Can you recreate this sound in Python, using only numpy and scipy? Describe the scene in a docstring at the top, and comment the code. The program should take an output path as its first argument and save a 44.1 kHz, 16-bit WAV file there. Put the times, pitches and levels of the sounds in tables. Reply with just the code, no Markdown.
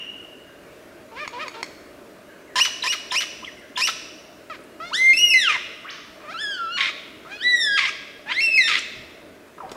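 """In a forest, close to a bird: it sings whistles with sudden pitch breaks, low buzzy notes, harsh
rasps and clicks. Tones are sums of partials smeared by noise; rasps are pulse noise ringing a throat.
Ticks and rustles come from the undergrowth; farther off are one rising whip and faint gliding whistles.
Trees return a long scattered echo, made by sparse random taps; a stream of shaped noise murmurs behind."""
import sys
import numpy as np
from scipy import signal
from scipy.fft import rfft, irfft
from scipy.io import wavfile
from scipy.ndimage import uniform_filter1d

SR = 44100
rng = np.random.default_rng(int(sys.argv[2]) if len(sys.argv) > 2 else 0)


def master(y):
    """Save y as 16-bit WAV."""
    cut = np.clip(np.atleast_2d(y).T, -1, 1)
    pcm = np.round(cut * 32767)  # scale
    wavfile.write(sys.argv[1], SR, pcm.astype(np.int16))


N = 430416
EDGE_HZ = 15800  # upper band limit

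# Long whistles: [extra roughness at the start, name of the overtone colour,
# (t/s, f/Hz, levels/dB of the fundamental, second and third partial)]
WHISTLES = [ (.01, "facing", [(4.905, 770, -49, -50.5, -48), (4.92, 1010, -34, -61, -63),
            (4.935, 1433, -27.5, -29, -31), (4.95, 1734, -29.5, -22.5, -32.5), (4.98, 1997, -26, -34, -39),
            (5.02, 2080, -18.5, -38, -44), (5.06, 2096, -15, -54, -41.5), (5.1, 2116, -11.5, -38, -44),
            (5.132, 2107, -16.5, -38, -45), (5.135, 2613, -15.5, -33, -46), (5.17, 2650, -18, -27.5, -46),
            (5.197, 2886, -24.5, -25, -44), (5.245, 2894, -10, -38, -47), (5.29, 2838, -27, -27.5, -45),
            (5.32, 2620, -14, -25, -46), (5.338, 2562, -19, -32, -43), (5.341, 2087, -13, -28, -40),
            (5.38, 2022, -17, -27.5, -36.5), (5.42, 1813, -27.5, -23, -34.5),
            (5.46, 1530, -27.5, -22.5, -43), (5.487, 1320, -21.5, -17, -48)]),
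            (.01, "turned", [(6.34, 1298, -35, -42, -47), (6.37, 1360, -34.5, -43, -48),
            (6.4, 1670, -38, -30.5, -43), (6.42, 1773, -29.5, -36, -37.5), (6.46, 1662, -30, -31, -41),
            (6.5, 1649, -30.5, -33.5, -44.5), (6.55, 1527, -36, -35, -42), (6.6, 1381, -27.5, -55, -60),
            (6.68, 1320, -32.5, -45, -55), (6.74, 1447, -33, -33, -43), (6.772, 1435, -31, -27, -35)]),
            (.01, "aside", [(7.375, 1395, -49, -60, -56), (7.41, 1522, -41.5, -34, -44),
            (7.44, 1940, -26, -31, -47.5), (7.47, 1976, -16.5, -27, -53), (7.51, 1972, -19, -25, -45),
            (7.55, 1932, -14.5, -32, -44), (7.6, 1852, -31.5, -25.5, -33.5),
            (7.65, 1757, -26, -25.5, -28.5), (7.7, 1648, -22, -31, -40.5), (7.772, 1624, -24.5, -24, -31)]),
            (.5, "turned", [(8.3, 1400, -36, -34, -50), (8.33, 1587, -38, -35, -42),
            (8.37, 2000, -26, -32, -53), (8.405, 2224, -16.5, -34.5, -47), (8.408, 2650, -21, -33, -52),
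            (8.44, 2740, -19, -33, -45), (8.46, 2687, -16.5, -33, -48), (8.475, 2658, -15.5, -48, -49),
            (8.53, 2604, -20.5, -32.5, -55), (8.575, 2554, -14, -31, -47), (8.579, 2157, -13, -32, -41),
            (8.615, 1980, -17.5, -22, -41), (8.64, 1830, -26, -29, -35), (8.678, 1795, -29, -22, -34)]), ]
# roughness of a settled whistle, and the time constant with which a hoarse start clears
CLEAR_ROUGHNESS, CLEARING_S = 0.015, 0.054
# Rasp under the hoarse start of a whistle: [t/s, level/dB, brightness/(dB per kHz)]
OPENING_RASP = [(8.285, -34, -18), (8.313, -26, -11), (8.33, -23, -0.9)]
# Rasp over a hoarse tone that ends each whistle: [start t/s, length t/s, first f/Hz, settled f/Hz,
# lowest f/Hz, last f/Hz, reference levels/dB of fundamental, second partial and rasp,
# brightness/(dB per kHz), factor on the roughness of the shared course]
ENDINGS = [(5.486, .083, 1310, 1235, 1084, 933, -28.5, -28, -23, -6.5, 0.8),
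           (6.771, 0.13, 1186, 1111, 1051, 1294, -33, -33, -21, -1.76, 0.87),
           (7.772, .125, 1398, 1162, 1025, 1293, -31, -27, -22, -1.9, 1.1),
           (8.676, 0.12, 1513, 1322, 1053, 1520, -34, -32, -19.5, -1.4, 1.1)]
# Shared course of an ending: [share of its length, roughness, levels/dB relative to the row of
# fundamental, second partial and rasp]
ENDING_COURSE = [(0, 0.15, -2.5, -3, 4.5), (.16, .28, 4, 4.5, -2.5), (.7, .52, -10, 1.5, -3),
                 (1, 0.9, -4, 0, -13.5)]
# Harsh chips: [start t/s, buzz length t/s, buzz level/dB, crack level/dB, whistle length t/s,
# first f/Hz, shelf f/Hz, rise time constant t/s, later lift f/Hz, whistle level/dB,
# second partial level/dB, mid-whistle change of level/dB, its place 0-1, drop length t/s,
# closing rasp level/dB]
CHIPS = [(2.556, 0.041, -25, -20, 0.05, 1985, 2950, .009, 51.4, -19, -25, 5, 0.48, .012, -23),
         (2.836, 0.034, -30, -17, 0.052, 2134, 2880, 0.014, 59, -21.5, -30, -12, 0.47, .0055, -21),
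         (3.118, .037, -29.5, -21, .049, 1996, 2860, .012, 139.5, -20, -28.5, -3.5, 0.59, .008, -19.5),
         (3.773, 0.04, -29, -14, 0.057, 2170, 2820, 0.015, 185, -20.5, -26, -7, 0.69, .008, -17.5)]
# the low and the high voice of the buzz: pitch, roughness, change of length against the buzz
BUZZ_HZ, BUZZ_ROUGHNESS, BUZZ_OVERLAP_S = (1010, 1764), (0.52, 0.82), (.004, -.0012)
# Course of a buzz: [share of its length, pitch ratio, levels/dB relative to the buzz of the low voice,
# high voice, overtones and rasp]
BUZZ_COURSE = [(0, .985, 0, 1.5, -0.5, -8), (.5, 1.003, -3.5, -5.5, -2.5, -7),
               (.85, 1.04, -3.5, 1, 3, -7.5), (1, 1.11, 7, 7, 1.5, -4)]
# the crack's level is reached half of CRACK_S into the whistle; both ends of the whistle are softened
CRACK_S, SWEEP_EDGE_S, SWEEP_START_DB, SWEEP_END_DB = 0.012, 0.0022, -23.5, -6
CHANGE_WIDTH = 0.17  # as a share of the whistle
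# the drop after the whistle, levels relative to it, and the closing rasp's fade
DROP_HZ, DROP_ROUGHNESS, DROP_DB, DROP_SECOND_DB = 1028, .07, -10, -4
CLOSE_S, CLOSE_FADE_DB = 0.041, -20
# Low buzzy notes; the third partial grows as the beak opens: [t/s, f/Hz, roughness,
# levels/dB of the second and third partial]
LOW_NOTES = [
    [(1.115, 442.6, 0.3, -43, -59), (1.15, 451, .3, -46, -61), (1.175, 523, 0.24, -41, -43),
     (1.2, 588, 0.2, -42, -37.5), (1.23, 611, 0, -34.5, -40.5), (1.262, 543, 0.37, -42, -41)],
    [(1.327, 473, 0.31, -41, -50), (1.38, 493, 0.2, -35.5, -51), (1.405, 596, 0.3, -41, -37),
     (1.43, 645, .13, -34, -36), (1.455, 530, 0, -42, -52), (1.475, 482, 0, -39.5, -45)],
    [(1.54, 446, 0.37, -46, -45), (1.58, 456, 0.31, -43, -51), (1.615, 464, 0.27, -43, -51)],
    [(4.498, 670, 0.2, -37, -42.5), (4.52, 620, 0, -36, -45.5), (4.54, 546, 0, -49, -45),
     (4.56, 453, 0, -54, -51)],
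    [(4.8, 627, 0.1, -35.5, -48), (4.85, 696, 0.12, -37.5, -43.5), (4.905, 733, 0, -55.5, -44.5)],
    [(6.2, 625, 0.77, -48, -60), (6.272, 587, 0.3, -44, -52), (6.3, 643, 0, -36.5, -44),
     (6.335, 854, 0.2, -43, -41)],
    [(7.25, 602, 0.75, -46, -58), (7.29, 717, 0.53, -44, -57), (7.32, 806, 0.26, -40, -39),
     (7.37, 850, 0, -50, -40)],
    [(8.26, 803, .57, -41, -54), (8.29, 889.3, 0.23, -34.5, -45), (8.325, 1064, 0.04, -27, -35)],
]
LOW_FUNDAMENTAL_DB = -7  # against the second partial
# Quick chirps: [t/s, f/Hz, roughness, level/dB of the fundamental]
CHIRPS = [
    [(2.664, 1510, .5, -42), (2.686, 750.1, 0.7, -41)],
    [(2.936, 1430, 0.54, -44), (2.956, 1150, 0.6, -35)],
    [(2.823, 4008, .06, -26), (2.829, 3940, .06, -25), (2.835, 2140, .06, -28)],
    [(3.098, 1240, .06, -63), (3.107, 3280, 0.1, -40), (3.113, 3740, .06, -23.5), (3.118, 2040, .06, -29)],
    [(3.226, 1400, .5, -63), (3.24, 1140, 0.7, -26.5)],
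    [(3.422, 1086, .06, -49), (3.433, 980, .06, -38), (3.443, 1290, 0.1, -38)],
    [(3.445, 2290, .06, -35), (3.449, 3230, .06, -29), (3.453, 3660, .06, -48)],
    [(3.465, 2400, .06, -45), (3.48, 2034, 0.13, -34.5), (3.496, 1750, .06, -42)],
    [(3.755, 1910, .06, -48), (3.76, 3350, .06, -34), (3.765, 3570, 0.1, -27), (3.772, 2200, .06, -29)],
    [(3.885, 1200, 1.11, -17.5), (3.897, 1430, 0.6, -30)],
    [(9.608, 1128, .83, -44), (9.635, 794, 0.7, -37), (9.66, 747, 0.5, -34.5)],
]
CHIRP_SECOND_DB = -26  # against the fundamental
# Voiced clicks, a few cycles of the membrane: [t/s, level/dB, f/Hz, brightness/(dB per octave)]
CLICKS = [(1.277, -16.5, 1113, 0.5), (1.481, -16, 1114, 1), (1.629, -13.5, 1088, 2.7)]
# Spectrum of a click before its brightness: [level/dB], one value for each partial from 1 to 11
CLICK_PARTIALS = [10.5, 11.5, 0, 2, -8, -5.5, -15, -18, -21, -27.5, -25]
# Overtone colour of throat and beak for each way of singing and turn of the head: [f/Hz, level/dB]
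COLOURS = { "facing": [(4000, 11), (5300, -8), (6300, -7), (7200, -14.5), (8400, -19.5), (10500, -17),
           (11500, -16), (14500, -37.5)], "turned": [(4000, -1.5), (5300, -13.5), (6500, -23), (8000, -27),
           (10800, -32.5), (13500, -40)], "aside": [(4500, 10), (5500, -11.5), (6600, -23), (8000, -19),
           (9800, -28.5), (13500, -40)], "quick": [(2000, 11), (3000, -6), (4500, -5), (6000, -5.5),
           (7500, -17.5), (9000, -22), (12000, -27), (15000, -48)], "hoarse": [(2000, 9), (2600, -1.5),
           (3300, -17.5), (4300, -15), (5500, -15), (7500, -19)], "low": [(1350, -0.5), (1800, -2),
           (2400, 0.5), (2900, -11.5), (3600, -5.5), (5500, -28)], "buzz": [(2050, -17), (3050, -2),
           (3500, -16), (4100, -6.5), (5200, -6), (7000, -18.5), (8700, -18.5)], }
# Partials above the fifth: [f/Hz above the fifth, level/dB relative to the fifth]
UPPER_PARTIALS = [(500, -3), (2000, -9), (5000, -25.5), (12000, -48)]
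# Colour of a rasp through throat and open beak: [f/Hz, relative level/dB]
THROAT = [(500, -64), (900, -23), (1400, -6.5), (2100, 3.5), (2800, -2), (3600, 1.5), (4400, -6),
          (5500, -13.5), (7000, -20), (15000, -32.5)]
# Small ticks and rustles in the undergrowth: [t/s, initial level/dB, centre f/Hz, width f/Hz, T60 t/s]
TICKS = [(3.594, -51, 8400, 2500, .02), (4.603, -54, 10090, 3000, .02), (4.638, -47, 9400, 3500, 0.0094),
         (8.961, -41, 90, 120.9, 0.28), (9.581, -32, 1190, 500, 0.03), (9.602, -28.5, 1110, 500, 0.053),
         (9.62, -38, 696, 1190, 1), (9.693, -35, 3720, 2497, 0.018), (9.716, -25.5, 1500, 6730, 0.018),
         (9.7178, -26, 380, 400, 0.024), (9.727, -47, 1200, 6000, 0.027), (9.752, -33, 900, 1500, 0.067)]
# The beak aims its treble at the trees: [f/Hz, level/dB]
ECHO_COLOUR = [(600, -5), (2000, -1), (5000, 4), (12000, 5)]
# Decay of the forest echo: [f/Hz, T60 t/s]
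TREE_DECAY = [(500, 0.16), (1200, 1.18), (2500, 1.08), (5500, 1.014), (12000, 0.5)]
# Echo still hanging from a whistle sung just before: [f/Hz, width f/Hz, initial level/dB, T60 t/s]
HANGING = [(2860, 160, -33, 1.26), (5660, 170, -57.5, 0.744), (2000, 1060, -48.5, 0.81)]
# The far bird's whip: [t/s, f/Hz, source level/dB before the mix]
WHIP = [(5.845, 1063, -33.5), (5.87, 1587, -38.5), (5.888, 2286, -33), (5.9, 3720, -32.5),
        (5.906, 4860, -37), (5.914, 6540, -36)]
# Faint far whistles: [start t/s, end t/s, start f/Hz, end f/Hz, source level/dB before the mix]
FAR_WHISTLES = [(0.458, 0.529, 1700, 1520, -58.5), (0.657, .73, 2000, 2850, -60),
                (2.2, 2.559, 2890, 2870, -74), (2.281, 2.326, 1774, 1413, -52),
                (2.466, 2.547, 2250, 1470, -56), (3.561, 3.653, 2230, 1497, -52.5),
                (4.62, 4.8, 2860, 2860, -63.5)]
# Spectrum of the stream: [f/Hz, relative level/dB per Hz]
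STREAM_SPECTRUM = [(15, -56), (25, -45), (48, -11), (144, -11), (324, -1), (473, -4.5), (513, -9.5),
                   (604, 0), (691, -7), (769, -14.5), (1510, -13), (2810, -20), (3220, -23), (5670, -28),
                   (15800, -35)]
STREAM_DB = -46  # rms level


def song():
    """Superposition: every note of the near bird, as (start in s, sound)."""
    parts = [whistle(*row) for row in WHISTLES]
    parts.append(rasp(OPENING_RASP))
    parts += [click(*row) for row in CLICKS]
    parts += [low_note(rows) for rows in LOW_NOTES]
    parts += [chirp(rows) for rows in CHIRPS]
    for row in ENDINGS:
        parts += ending(*row)
    for row in CHIPS:
        parts += chip(*row)
    return parts


def whistle(hoarse, colour, rows):
    """Exponential relaxation: the hoarse start of a long note settles into a clear tone."""
    s, hz, *partial_db = np.transpose(rows)
    rough = CLEAR_ROUGHNESS + hoarse * np.exp(-(s - s[0]) / CLEARING_S)
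    return note(np.transpose([s, hz, rough, *partial_db]), colour)


def ending(start, length, first_hz, settled_hz, lowest_hz, last_hz,
           tone_db, second_db, rasp_db, tilt_db, hoarse):
    """Change of register: a hoarse tone sounds under a rasp that fades."""
    share, rough, tone_course, second_course, rasp_course = np.transpose(ENDING_COURSE)
    s = start + length * share
    hz = [first_hz, settled_hz, lowest_hz, last_hz]
    tone = np.c_[s, hz, hoarse * rough, tone_db + tone_course, second_db + second_course]
    return [note(tone, "hoarse"), rasp(np.c_[s, rasp_db + rasp_course, tilt_db + 0 * s])]


def chip(start, buzz_s, buzz_db, crack_db, sweep_s, first_hz, shelf_hz, rise_s, lift_hz,
         sweep_db, second_db, change_db, change_at, drop_s, close_db):
    """Two voices to one: a hoarse buzz cracks into a rising whistle, which drops and ends in a rasp."""
    crack = start + buzz_s
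    end = crack + sweep_s
    sweep = upsweep(crack, sweep_s, first_hz, shelf_hz, rise_s, lift_hz,
                    sweep_db, second_db, change_db, change_at)
    drop = (end + drop_s, DROP_HZ, DROP_ROUGHNESS, sweep_db + DROP_DB, second_db + DROP_SECOND_DB)
    closing = [(end, close_db, .2), (end + CLOSE_S, close_db + CLOSE_FADE_DB, .2)]
    return buzz(start, buzz_s, buzz_db, crack_db) + [note(np.vstack([sweep, drop]), "quick"), rasp(closing)]


def buzz(start, length, level_db, crack_db):
    """Two independent sources: a low and a high hoarse voice sound together, with a rasp that cracks."""
    share, ratio, *voices_db, overtone_db, rasp_db = np.transpose(BUZZ_COURSE)
    parts = []
    for hz, rough, overlap_s, voice_db in zip(BUZZ_HZ, BUZZ_ROUGHNESS, BUZZ_OVERLAP_S, voices_db):
        s = start + (length + overlap_s) * share
        second_db = level_db + overtone_db + read(COLOURS["buzz"], 2 * hz)
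        rows = np.c_[s, hz * ratio, rough + 0 * share, level_db + voice_db, second_db]
        parts.append(note(rows, "buzz"))
    # the rasp skips the last row of the course and heads for the crack
    hiss = [(start + length * u, level_db + db, .6) for u, db in zip(share[:-1], rasp_db)]
    crack = (start + length + CRACK_S / 2, crack_db, .3)
    return parts + [rasp(hiss + [crack])]


def upsweep(start, length, first_hz, shelf_hz, rise_s, lift_hz, level_db, second_db, change_db, change_at):
    """Frequency modulation: pitch relaxes to a shelf, then steps further while the level dips or swells."""
    t = np.linspace(0, length, num=16)
    past_change = (t / length - change_at) / CHANGE_WIDTH
    hz = shelf_hz + (first_hz - shelf_hz) * np.exp(-t / rise_s)
    hz = hz + lift_hz * (1 + np.tanh(past_change)) / 2
    edge_db = SWEEP_START_DB * np.exp(-t / SWEEP_EDGE_S)
    edge_db = edge_db + SWEEP_END_DB * np.exp((t - length) / SWEEP_EDGE_S)
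    db = level_db + edge_db + change_db * np.exp(-past_change ** 2)
    return np.c_[start + t, hz, CLEAR_ROUGHNESS + 0 * t, db, second_db + edge_db / 2]


def low_note(rows):
    """Resonant emphasis: the fundamental lies below the second partial."""
    full = [(s, hz, rough, db + LOW_FUNDAMENTAL_DB, db, third_db) for s, hz, rough, db, third_db in rows]
    return note(full, "low")


def chirp(rows):
    """Rapid glide: a fast change of pitch with a second partial at a fixed ratio."""
    return note([(*row, row[-1] + CHIRP_SECOND_DB) for row in rows], "quick")


def note(rows, colour, waver=0.0013, rough_hz=600, spread=0.0034, steady=0.68):
    """Harmonic series of a membrane: roughness smears each partial into a narrow noise band."""
    s, (hz, rough, *partial_db) = unroll(rows)
    hz = uniform_filter1d(hz, size=60, mode="nearest")
    tremble = evened(uniform_filter1d(rng.standard_normal(len(hz)), size=80))
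    turns = np.cumsum(hz * (1 + waver * tremble)) / SR
    # partials up to the fifth that are not given follow the colour
    for k in range(len(partial_db), 5):
        step_db = read(COLOURS[colour], k * hz + hz) - read(COLOURS[colour], k * hz)
        partial_db.append(partial_db[-1] + step_db)
    for above in range(1, int(EDGE_HZ / hz.min()) - 4):
        partial_db.append(partial_db[4] + read(UPPER_PARTIALS, above * hz))
    k = np.arange(1, len(partial_db) + 1)[:, None]
    # the fundamental stays the steadiest, high partials break up first
    smear = np.clip(rough * np.where(k == 1, steady, np.sqrt(k)) + spread * k, 0, 1)
    size = np.sqrt(1 - smear ** 2) + smear * wobble((len(k), len(hz)), rough_hz)
    amplitude = gain_of(partial_db) * (k * hz < EDGE_HZ) * size
    partials = amplitude * np.exp(1j * (2 * np.pi * k * turns + k * k))
    return s, np.sqrt(2) * partials.real.sum(0) * edges(len(hz), 0.0012)


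def rasp(rows, pulses_per_s=5000, spread_db=0.5, clump=0.85, clump_hz=220):
    """Source and filter: clumped irregular pulses ring the throat, whose brightness drifts."""
    s, (db, tilt_db) = unroll(rows)
    count = len(db)
    draw = rng.random((count, 3))
    fires = draw[:, 0] < pulses_per_s / SR
    sizes = gain_of(-spread_db * np.log(draw[:, 2] + .05))
    pulses = fires * np.sign(draw[:, 1] - .5) * sizes
    pulses *= abs(1 + clump * wobble(count, clump_hz))
    f, t, z = signal.stft(pulses, SR, nperseg=256, noverlap=192)
    slope_db = tilt_db[np.minimum((t * SR).astype(int), count - 1)]
    # brightness tilts the throat's spectrum above 2500 Hz
    colour_db = read(THROAT, f)[:, None] + slope_db * np.maximum(f - 2500, 0)[:, None] / 1000
    shaped = signal.istft(z * gain_of(colour_db), SR, nperseg=256, noverlap=192)[1][:count]
    return s, gain_of(db) * evened(shaped) * edges(count, 0.0064)


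def click(s, db, hz, tilt_db):
    """Damped transient: a ragged stack of partials lasts about three cycles."""
    t = np.arange(500) / SR
    k = np.arange(1, len(CLICK_PARTIALS) + 1)[:, None]
    partial_db = np.array(CLICK_PARTIALS)[:, None] + tilt_db * np.log2(k)
    size = gain_of(partial_db) * (2.0 + wobble((len(k), len(t)), 2300))
    stack = (size * np.exp(1j * (2 * np.pi * k * hz * t + k * k))).real
    u = t / 0.00089  # the envelope peaks after 0.89 ms
    return s, gain_of(db) * evened(stack.sum(0)) * u * np.exp(1 - u) / 2


def tick(s, db, hz, width, t60):
    """Exponential decay: a short puff of band noise rises quickly and dies."""
    t = np.arange(round(t60 * SR)) / SR
    noise = band(4 * len(t), hz, width)[:len(t)]
    return s, gain_of(db - 60 * t / t60) * noise * (1 - np.exp(-t / (0.041 * t60)))


def nearby(x, t60=0.11):
    """Early reflection: ground and branches close to the bird give a short dense echo."""
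    t = np.arange(SR // 8) / SR
    taps = rng.standard_normal(len(t)) * (rng.random(len(t)) < .03)
    taps = taps * gain_of(-60 * t / t60) * (t > .002)
    return signal.fftconvolve(x, taps / np.linalg.norm(taps))[:N]


def trees(x, gap_s, soft_s):
    """Multiple scattering: sparse random-sign taps swell in after a gap, each band with its own decay."""
    taps = np.zeros(2 * SR)
    at = np.arange(0, 2 * SR - 20, 20)
    at = at + rng.integers(0, 20, len(at))
    taps[at] = rng.choice([-1., 1.], len(at))
    hz, t, z = signal.stft(taps, SR, nperseg=256)
    decay = gain_of(-60 * t / read(TREE_DECAY, hz)[:, None])
    tail = signal.istft(z * decay, SR, nperseg=256)[1]
    after_gap = np.maximum(np.arange(len(tail)) / SR - gap_s, 0)
    tail = tail * (1 - np.exp(-after_gap / soft_s))
    return signal.fftconvolve(x, tail / np.linalg.norm(tail))[:N]


def hanging_echo():
    """Free decay: narrow noise bands die away exponentially."""
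    t = np.arange(N) / SR
    return sum(gain_of(db - 60 * t / t60) * band(N, hz, width) for hz, width, db, t60 in HANGING)


def far_birds():
    """Random amplitude and phase modulation: the whip and faint glides flutter, before their echo."""
    out = np.zeros(N)
    s, (hz, db) = unroll(WHIP)
    add(out, s, gain_of(db) * fluttering(hz, 730) * edges(len(hz), 0.0016))
    for start, end, start_hz, end_hz, db in FAR_WHISTLES:
        hz = np.linspace(start_hz, end_hz, round((end - start) * SR))
        add(out, start, np.sqrt(2) * gain_of(db) * fluttering(hz, 124) * edges(len(hz), 0.013))
    return out


def fluttering(hz, width_hz):
    """Phasor sum: a gliding tone is multiplied by one plus slow complex noise."""
    carrier = np.exp(2j * np.pi * np.cumsum(hz) / SR)
    return ((1 + .5 * wobble(len(hz), width_hz)) * carrier).real


def stream(patchy_db=1.46, swell_db=.5):
    """Spectral shaping: random short-time spectra carry drifting patches and a slow swell."""
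    frames, hz = N // 512 + 5, np.fft.rfftfreq(2048, 1 / SR)
    a, b, patches = rng.standard_normal((frames, len(hz), 3)).T
    patches = uniform_filter1d(patches, size=12, axis=0)
    patches = evened(uniform_filter1d(patches, size=6, axis=1))
    swell = evened(uniform_filter1d(rng.standard_normal(frames), size=30))
    level_db = read(STREAM_SPECTRUM, hz)[:, None] + patchy_db * patches + swell_db * swell
    z = (a + 1j * b) * gain_of(level_db)
    return gain_of(STREAM_DB) * evened(signal.istft(z, nperseg=2048, noverlap=1536)[1][:N])


def band(count, hz, width):
    """Resonance: noise is filtered around one frequency and brought to rms 1."""
    f = np.fft.rfftfreq(count, 1 / SR)
    resonance = 1 / (1 + (2 * (f - hz) / width) ** 2)
    return evened(irfft(rfft(rng.standard_normal(count)) * resonance, count))


def wobble(shape, width_hz):
    """Narrow-band noise: complex noise of power 1 is low-passed twice along the last axis."""
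    r = np.exp(-np.pi * width_hz / SR)
    z = rng.standard_normal(shape) + 1j * rng.standard_normal(shape)
    z = signal.lfilter([1], [1, -2 * r, r * r], z)
    return z * np.sqrt((1 - r * r) ** 3 / (2 + 2 * r * r))


def edges(count, fade_s):
    """Amplitude window: a short smooth fade at both ends."""
    k = np.arange(count)
    return np.sin(np.pi / 2 * np.clip(np.minimum(k, k[::-1]) / (fade_s * SR), 0, 1)) ** 2


def unroll(rows):
    """Linear interpolation: the start time, and every other column at the sample rate."""
    s, *columns = np.transpose(rows)
    t = np.arange(s[0], s[-1], 1 / SR)
    return s[0], [np.interp(t, s, c) for c in columns]


def read(points, hz):
    """Logarithmic frequency scale: a curve is interpolated over log frequency."""
    f, value = np.transpose(points)
    return np.interp(np.log(hz + 1), np.log(f + 1), value)


def gain_of(db):
    """Decibel law: level to amplitude."""
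    return 10 ** (np.asarray(db) / 20)


def evened(x):
    """Normalisation: scale to rms 1."""
    return x / np.sqrt(np.mean(x ** 2) + 1e-20)


def add(mix, s, sound):
    """Superposition: add a sound at its start time, cut at the end of the mix."""
    part = mix[round(s * SR):][:len(sound)]
    part += sound[:len(part)]


def scene():
    """Direct and reflected sound: near bird and ticks, far birds, echoes and stream add up."""
    bird = np.zeros(N)
    for part in song() + [tick(*row) for row in TICKS]:
        add(bird, *part)
    colour = gain_of(read(ECHO_COLOUR, np.fft.rfftfreq(N, 1 / SR)))
    sent = irfft(rfft(bird) * colour, N)
    near = bird + gain_of(-6.0) * nearby(sent) + gain_of(-12.5) * trees(sent, gap_s=0.01, soft_s=0.0024)
    far = far_birds()
    far = gain_of(-1.5) * far + trees(far, gap_s=.001, soft_s=.004)
    return (near + far + hanging_echo() + stream())[None]


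def record(dry):
    """Band limitation: a linear-phase low-pass removes what lies above the edge."""
    lowpass = signal.firwin(511, EDGE_HZ, window=("kaiser", 9), fs=SR)
    return signal.oaconvolve(dry, lowpass[None], "same")


dry = scene()
out = record(dry)
master(out)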